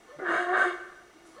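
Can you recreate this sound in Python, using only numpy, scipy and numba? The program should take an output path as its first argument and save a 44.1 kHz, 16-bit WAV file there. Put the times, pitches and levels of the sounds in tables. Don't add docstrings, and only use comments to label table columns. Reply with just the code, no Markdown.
import sys
import numpy as np
from scipy import signal
from scipy.io import wavfile
from scipy.ndimage import uniform_filter1d
from numba import njit

SR = 44100
rng = np.random.default_rng(int(sys.argv[2]) if len(sys.argv) > 2 else 0)


def gain_from_decibels(decibels):
    exponent = np.asarray(decibels, float) / 20
    return 10 ** exponent


def unload_wav(signal):
    wavfile.write(
        sys.argv[1],
        SR,
        np.round(np.clip(np.atleast_2d(signal).T, -1, 1) * 32767).astype(np.int16),
    )


N = 61739

# (time [s], hum level [dB], roar level [dB])
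FIRST_BARK = [
    (0.194, -84, -50),
    (0.221, -38.5, -48.5),
    (0.239, -34, -42),
    (0.257, -37.5, -32),
    (0.302, -32.5, -26),
    (.355, -36, -28.5),
    (.395, -35.5, -28.5),
    (.42, -36.5, -39.5),
    (.465, -42.5, -38.5),
]
SECOND_BARK = [
    (.515, -30.5, -39.5),
    (0.534, -30, -30),
    (0.548, -36, -26),
    (.572, -48, -24.5),
    (.605, -56, -25),
    (.635, -42.5, -27.5),
    (0.659, -33.5, -29.5),
    (.70, -37.5, -50),
    (0.742, -68, -51.5),
]
# (time [s], pitch [Hz])
HUM_PITCH = [
    (.20, 366),
    (.235, 378),
    (.26, 345),
    (.32, 336),
    (.40, 355),
    (.465, 355),
    (.53, 366),
    (.66, 362),
    (.72, 352),
]
HUM_HARMONICS = [-1, 1, -12, -11, -12, -24]
# (centre [Hz], width [Hz], level [dB])
THROAT_RESONANCES = [(328, 135, -17), (447, 82, -11.5), (603, 106, -9.5), (714.3, 72, -4.5),
                     (1069, 120, -12.5), (1158, 42, -5.5), (1235, 36.5, -4.5), (1443, 118, -2),
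                     (1556, 39, -2.5), (1639.5, 36, -4), (1762, 94, -5), (1876, 37, -10.5)]
# (centre [Hz], width [Hz], level [dB])
MOUTH_RESONANCES = [(2020, 117, -1.5), (2224, 65, -1.5), (2615, 140, -14.5), (2822, 55, -6),
                    (3060, 200, -12), (3299, 59, -10), (3683, 105, -8.5), (4070, 180, -17.5),
                    (4530, 440, -17.5)]
# (centre [Hz], width [Hz], level [dB])
RASP_RESONANCES = [(5200, 98, -8), (6040, 70, -9.5), (6526, 160, -2.5), (7130, 120, -3.5),
                   (7650, 68, -10.5), (8060, 97, -5), (8580, 330, -6.5), (9900, 130, -9), (10300, 89, -16),
                   (10900, 320, -15), (7860, 4600, 0.5)]
# (centre [Hz], width [Hz], level [dB])
GRUNT_RESONANCES = [(356, 102, -2), (607, 176, -2.5), (1200, 57, -19), (1462, 92, -5.5), (1730, 43, -22),
                    (2024, 130, -10.5)]
# (start [s], length [s], pitch [Hz], fall [Hz/s], level [dB])
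THROAT_TONES = [
    (.08, .07, 1775, -200, -60),
    (.183, .07, 1490, 500, -47),
    (.245, .06, 1735, 0, -36),
    (.355, .065, 1560, 100, -29),
    (.41, .17, 1050, -650, -41),
    (.47, .075, 1775, -1000, -41),
    (.535, .045, 1520, 0, -30),
    (.588, .052, 1545, 0, -23),
    (.615, .06, 1170, 200, -31),
    (1.365, .06, 1780, 0, -61),
]
# (start [s], length [s], pitch [Hz], fall [Hz/s], level [dB])
CHEST_TONES = [
    (0.145, 0.074, 148, -17, -59),
    (.26, 0.14, 155, 381, -59),
    (0.275, 0.037, 205, 7.5, -49),
    (0.34, 0.043, 215, 0, -54),
    (0.587, 0.062, 240, 3, -50),
]
# (start [s], length [s], level [dB], delay of pitch step [s])
IN_BREATHS = [
    (0.08, .095, -51.5, .038),
    (1.355, 0.108, -51, 0.026),
]
# (centre [Hz], width [Hz], level [dB])
BREATH_RESONANCES = [(1076, 20, -4), (1220, 190, -4), (1762, 40, -12), (3070, 430, -15), (4360, 300, -18)]
# (delay [s], level [dB])
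TREE_WALLS = [
    (.25, -26.5),
    (.37, -30.5),
]
# (start [s], length [s], level [dB])
LEAF_RUSTLES = [
    (1.3, .02, -86),
    (1.25, 0.038, -65.5),
    (1.288, 0.015, -68),
    (1.202, 0.23, -67),
]
# (centre [Hz], width [Hz], level [dB])
LINGERING_MURMUR = [(356, 102, 0.5), (715, 100, -2.5), (1210, 87, -5), (1470, 100, -5.5), (1763, 69, -8)]
# (frequency [Hz], level [dB])
AIR_SPECTRUM = [(25, 6.5), (70, -9.5), (200, -2.5), (500, -5.5), (1000, -3.5), (2300, -19.5), (5000, -16),
                (11000, -22)]


def level(x, db):
    return x * gain_from_decibels(db) / np.sqrt(np.mean(x ** 2))


@njit
def svf(x, hz, width_hz):
    out, band, low = np.empty(len(x)), 0., 0.
    for i in range(len(x)):
        g, k = np.tan(np.pi * hz[i] / SR), width_hz / hz[i]
        v = (band + g * (x[i] - low)) / (1 + g * (g + k))
        band = 2 * v - band
        low += 2 * g * v
        out[i] = k * v
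    return out


def walk(rate_hz):
    hold = int(SR / rate_hz)
    steps = np.repeat(rng.standard_normal(N // hold + 1), hold)
    return 1.472 * uniform_filter1d(uniform_filter1d(steps, hold), hold)[:N]


def resonate(x, table, drift=0.0038):
    out = 0
    for k, (hz, width_hz, db) in enumerate(table):
        centre = hz * (1 + drift * walk(20))
        once = svf(x, centre, 1.55 * width_hz)
        twice = svf(once, centre, 1.55 * width_hz)
        out = out + (-1) ** k * level(twice, db)
    return level(out, 0)


def bump(t, start, length, attack):
    return np.clip(np.minimum(t - start, start + length - t) / attack, 0, 1) ** 2


def sine(hz):
    return np.sqrt(2) * np.sin(2 * np.pi * np.cumsum(hz) / SR)


def lagged(t, x, lag_s):
    return uniform_filter1d(np.interp(t - lag_s, t, x), int(0.036 * SR))


def howler(t):
    when, hum_db, roar_db = np.vstack([FIRST_BARK, SECOND_BARK]).T
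    on = (t > when[0]) & (t < when[-1])
    hum_db, roar_db = np.interp(t, when, hum_db), np.interp(t, when, roar_db)
    folds = hum(t, hum_db, roar_db) * gain_from_decibels(hum_db) + roar() * gain_from_decibels(roar_db)
    return on * folds + mouth(t, hum_db, roar_db) + rasp(t, roar_db)


def hum(t, hum_db, roar_db):
    jitter, shimmer_db = .014, 3.0
    overtone_loss = 0.43
    settled_s, unsettled_db = .39, -11
    hz = np.interp(t, *np.array(HUM_PITCH).T) * (1 + jitter * walk(220))
    phase = 2 * np.pi * np.cumsum(hz) / SR
    overtone_db = -overtone_loss * np.clip(roar_db - hum_db + 2.5, 0, 20)
    overtone_db = overtone_db + unsettled_db * np.clip((settled_s - t) / .05, 0, 1)
    out = 0
    for k, db in enumerate(HUM_HARMONICS):
        gain = gain_from_decibels(db + (k > 0) * overtone_db + shimmer_db * walk(49.8))
        out = out + gain * np.sin((k + 1) * phase + k * k)
    return np.sqrt(2) * out


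def roar():
    slap_hz, jitter, scatter_db, air_gain = 330, .5, 3, .8
    skirt_db, skirt = -13.5, [(1250, 1030, 0)]
    timing, strength = rng.standard_normal((2, 1200))
    at = (np.cumsum(np.exp(jitter * timing)) * SR / slap_hz).astype(int)
    slaps = np.zeros(N)
    slaps[at[at < N]] = gain_from_decibels(scatter_db * strength)[at < N]
    folds = level(slaps, 0) + air_gain * rng.standard_normal(N)
    broad = resonate(resonate(folds, skirt), skirt)
    return resonate(folds, THROAT_RESONANCES) + level(broad, skirt_db)


def mouth(t, hum_db, roar_db):
    mouth_db, hum_share_db, lag_s = -17, 3.5, 0.034
    effort = np.hypot(gain_from_decibels(roar_db), gain_from_decibels(hum_db + hum_share_db))
    air = resonate(rng.standard_normal(N), MOUTH_RESONANCES)
    return air * gain_from_decibels(mouth_db) * lagged(t, effort, lag_s)


def rasp(t, roar_db):
    rasp_db, lag_s, power = -56, 0.034, 0.94
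    air = rng.standard_normal(N) * gain_from_decibels(0.81 * walk(260))
    course_db = rasp_db + power * (lagged(t, roar_db, lag_s) + 27.5)
    return resonate(air, RASP_RESONANCES) * gain_from_decibels(course_db)


def grunt(t):
    start_s, attack_s, fade_s, grunt_db = .184, .007, .07, -41
    since = np.maximum(t - start_s, 0)
    envelope = np.clip(since / attack_s, 0, 1) * np.exp(-(since / fade_s) ** 2)
    return resonate(rng.standard_normal(N), GRUNT_RESONANCES) * gain_from_decibels(grunt_db) * envelope


def tones(t, table, wobble):
    out, shake = 0, 1 + wobble * walk(62.05)
    for start, length, hz, fall, db in table:
        pitch = np.clip(hz - fall * (t - start), 60, 2000) * shake
        out = out + gain_from_decibels(db + 1.26 * walk(81.3)) * bump(t, start, length, length / 3) * sine(pitch)
    return out


def whoops(t):
    low_hz, rise_hz, step_s, attack_s = 492, 96, .005, .012
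    lead_s, breath_db = .03, -3.0
    out, breath = 0, gain_from_decibels(breath_db) * resonate(rng.standard_normal(N), BREATH_RESONANCES)
    for start, length, db, step in IN_BREATHS:
        hz = low_hz + rise_hz * np.clip((t - start - step) / step_s + .5, 0, 1)
        tone = sine(hz * (1 + .008 * walk(150))) * gain_from_decibels(1.5 * walk(60))
        tone = tone * bump(t, start, length, attack_s)
        air = breath * bump(t, start - lead_s, length + lead_s - .015, 0.042)
        out = out + gain_from_decibels(db) * (tone + air)
    return out


@njit
def trees(x, lags, gain, damp):
    line, soft, out = np.zeros((8, 8192)), np.zeros(8), np.zeros(len(x))
    for i in range(len(x)):
        total = 0.
        for k in range(8):
            soft[k] += (1 - damp) * (gain[k] * line[k, (i - lags[k]) & 8191] - soft[k])
            total += soft[k]
            out[i] += soft[k] * (1 - 2 * (k % 2))
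        for k in range(8):
            line[k, i & 8191] = x[i] + soft[k] - total / 4
    return out / np.sqrt(8)


def forest(t, monkey):
    t60_s, damp, forest_db = 0.71, 0.0078, -6.5
    lags = np.array([743, 1021, 1327, 1613, 1987, 2341, 2749, 3187])
    scatter = trees(monkey + 1e-18, lags, gain_from_decibels(-60 * lags / SR / t60_s), damp)
    far = sum(gain_from_decibels(db) * np.interp(t - delay, t, monkey) for delay, db in TREE_WALLS)
    return gain_from_decibels(forest_db) * scatter + far


def moan(t):
    start_s, end_s, attack_s = 1.115, 1.385, .035
    pitch_hz, sway_hz, moan_db = 334, 12, -58.5
    hz = pitch_hz + sway_hz * walk(150)
    tone = gain_from_decibels(2.2 * walk(50)) * (sine(hz) + gain_from_decibels(-10) * np.sqrt(2) ** -1 * sine(2 * hz))
    return tone * gain_from_decibels(moan_db) * bump(t, start_s, end_s - start_s, attack_s)


def leaves(t):
    grain = rng.standard_normal(N) * gain_from_decibels(1.4 * walk(400))
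    rustle = level(svf(grain, np.full(N, 7500.), 12000.), 0)
    return rustle * sum(gain_from_decibels(db) * bump(t, s, length, length / 3) for s, length, db in LEAF_RUSTLES)


def insect():
    pitch_hz, waver_hz, insect_db = 5870, 6.5, -74.5
    return gain_from_decibels(insect_db + 1.2 * walk(60)) * sine(pitch_hz + waver_hz * walk(29.1))


def lingering_murmur():
    return gain_from_decibels(-61 + 0.6 * walk(8)) * resonate(rng.standard_normal(N), LINGERING_MURMUR)


def jungle_air():
    band_hz, band_db = np.array(AIR_SPECTRUM).T
    out = 0
    for hz in 30 * 2 ** np.arange(0, 8.6, .5):
        db = np.interp(np.log(hz), np.log(band_hz), band_db) + 1.4 * walk(7)
        out = out + gain_from_decibels(db) * svf(rng.standard_normal(N), np.full(N, hz), hz / 1.8)
    return level(out, -61)


def scene():
    t = np.arange(N) / SR
    monkey = howler(t) + grunt(t) + tones(t, THROAT_TONES, .004) + whoops(t)
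    chest = tones(t, CHEST_TONES, .03)
    background = moan(t) + leaves(t) + insect() + lingering_murmur() + jungle_air()
    return (monkey + chest + forest(t, monkey) + background)[None]


def top_cut(x):
    return signal.sosfilt(signal.butter(12, 15640, fs=SR, output="sos"), x)


def record(dry):
    top_hz, hiss_db = 10800, -74.5
    notch_hz, notch_width_hz = 11670, 610
    low_pass = signal.butter(8, top_hz, fs=SR, output="sos")
    high_pass = signal.butter(4, 11500, "high", fs=SR, output="sos")
    edges_hz = [notch_hz - notch_width_hz / 2, notch_hz + notch_width_hz / 2]
    notch = signal.butter(2, edges_hz, "bandstop", fs=SR, output="sos")
    hiss = gain_from_decibels(hiss_db) * signal.sosfilt(high_pass, rng.standard_normal(dry.shape))
    mix = signal.sosfilt(notch, signal.sosfilt(low_pass, dry) + hiss)
    return top_cut(mix)


dry = scene()
out = record(dry)
unload_wav(out)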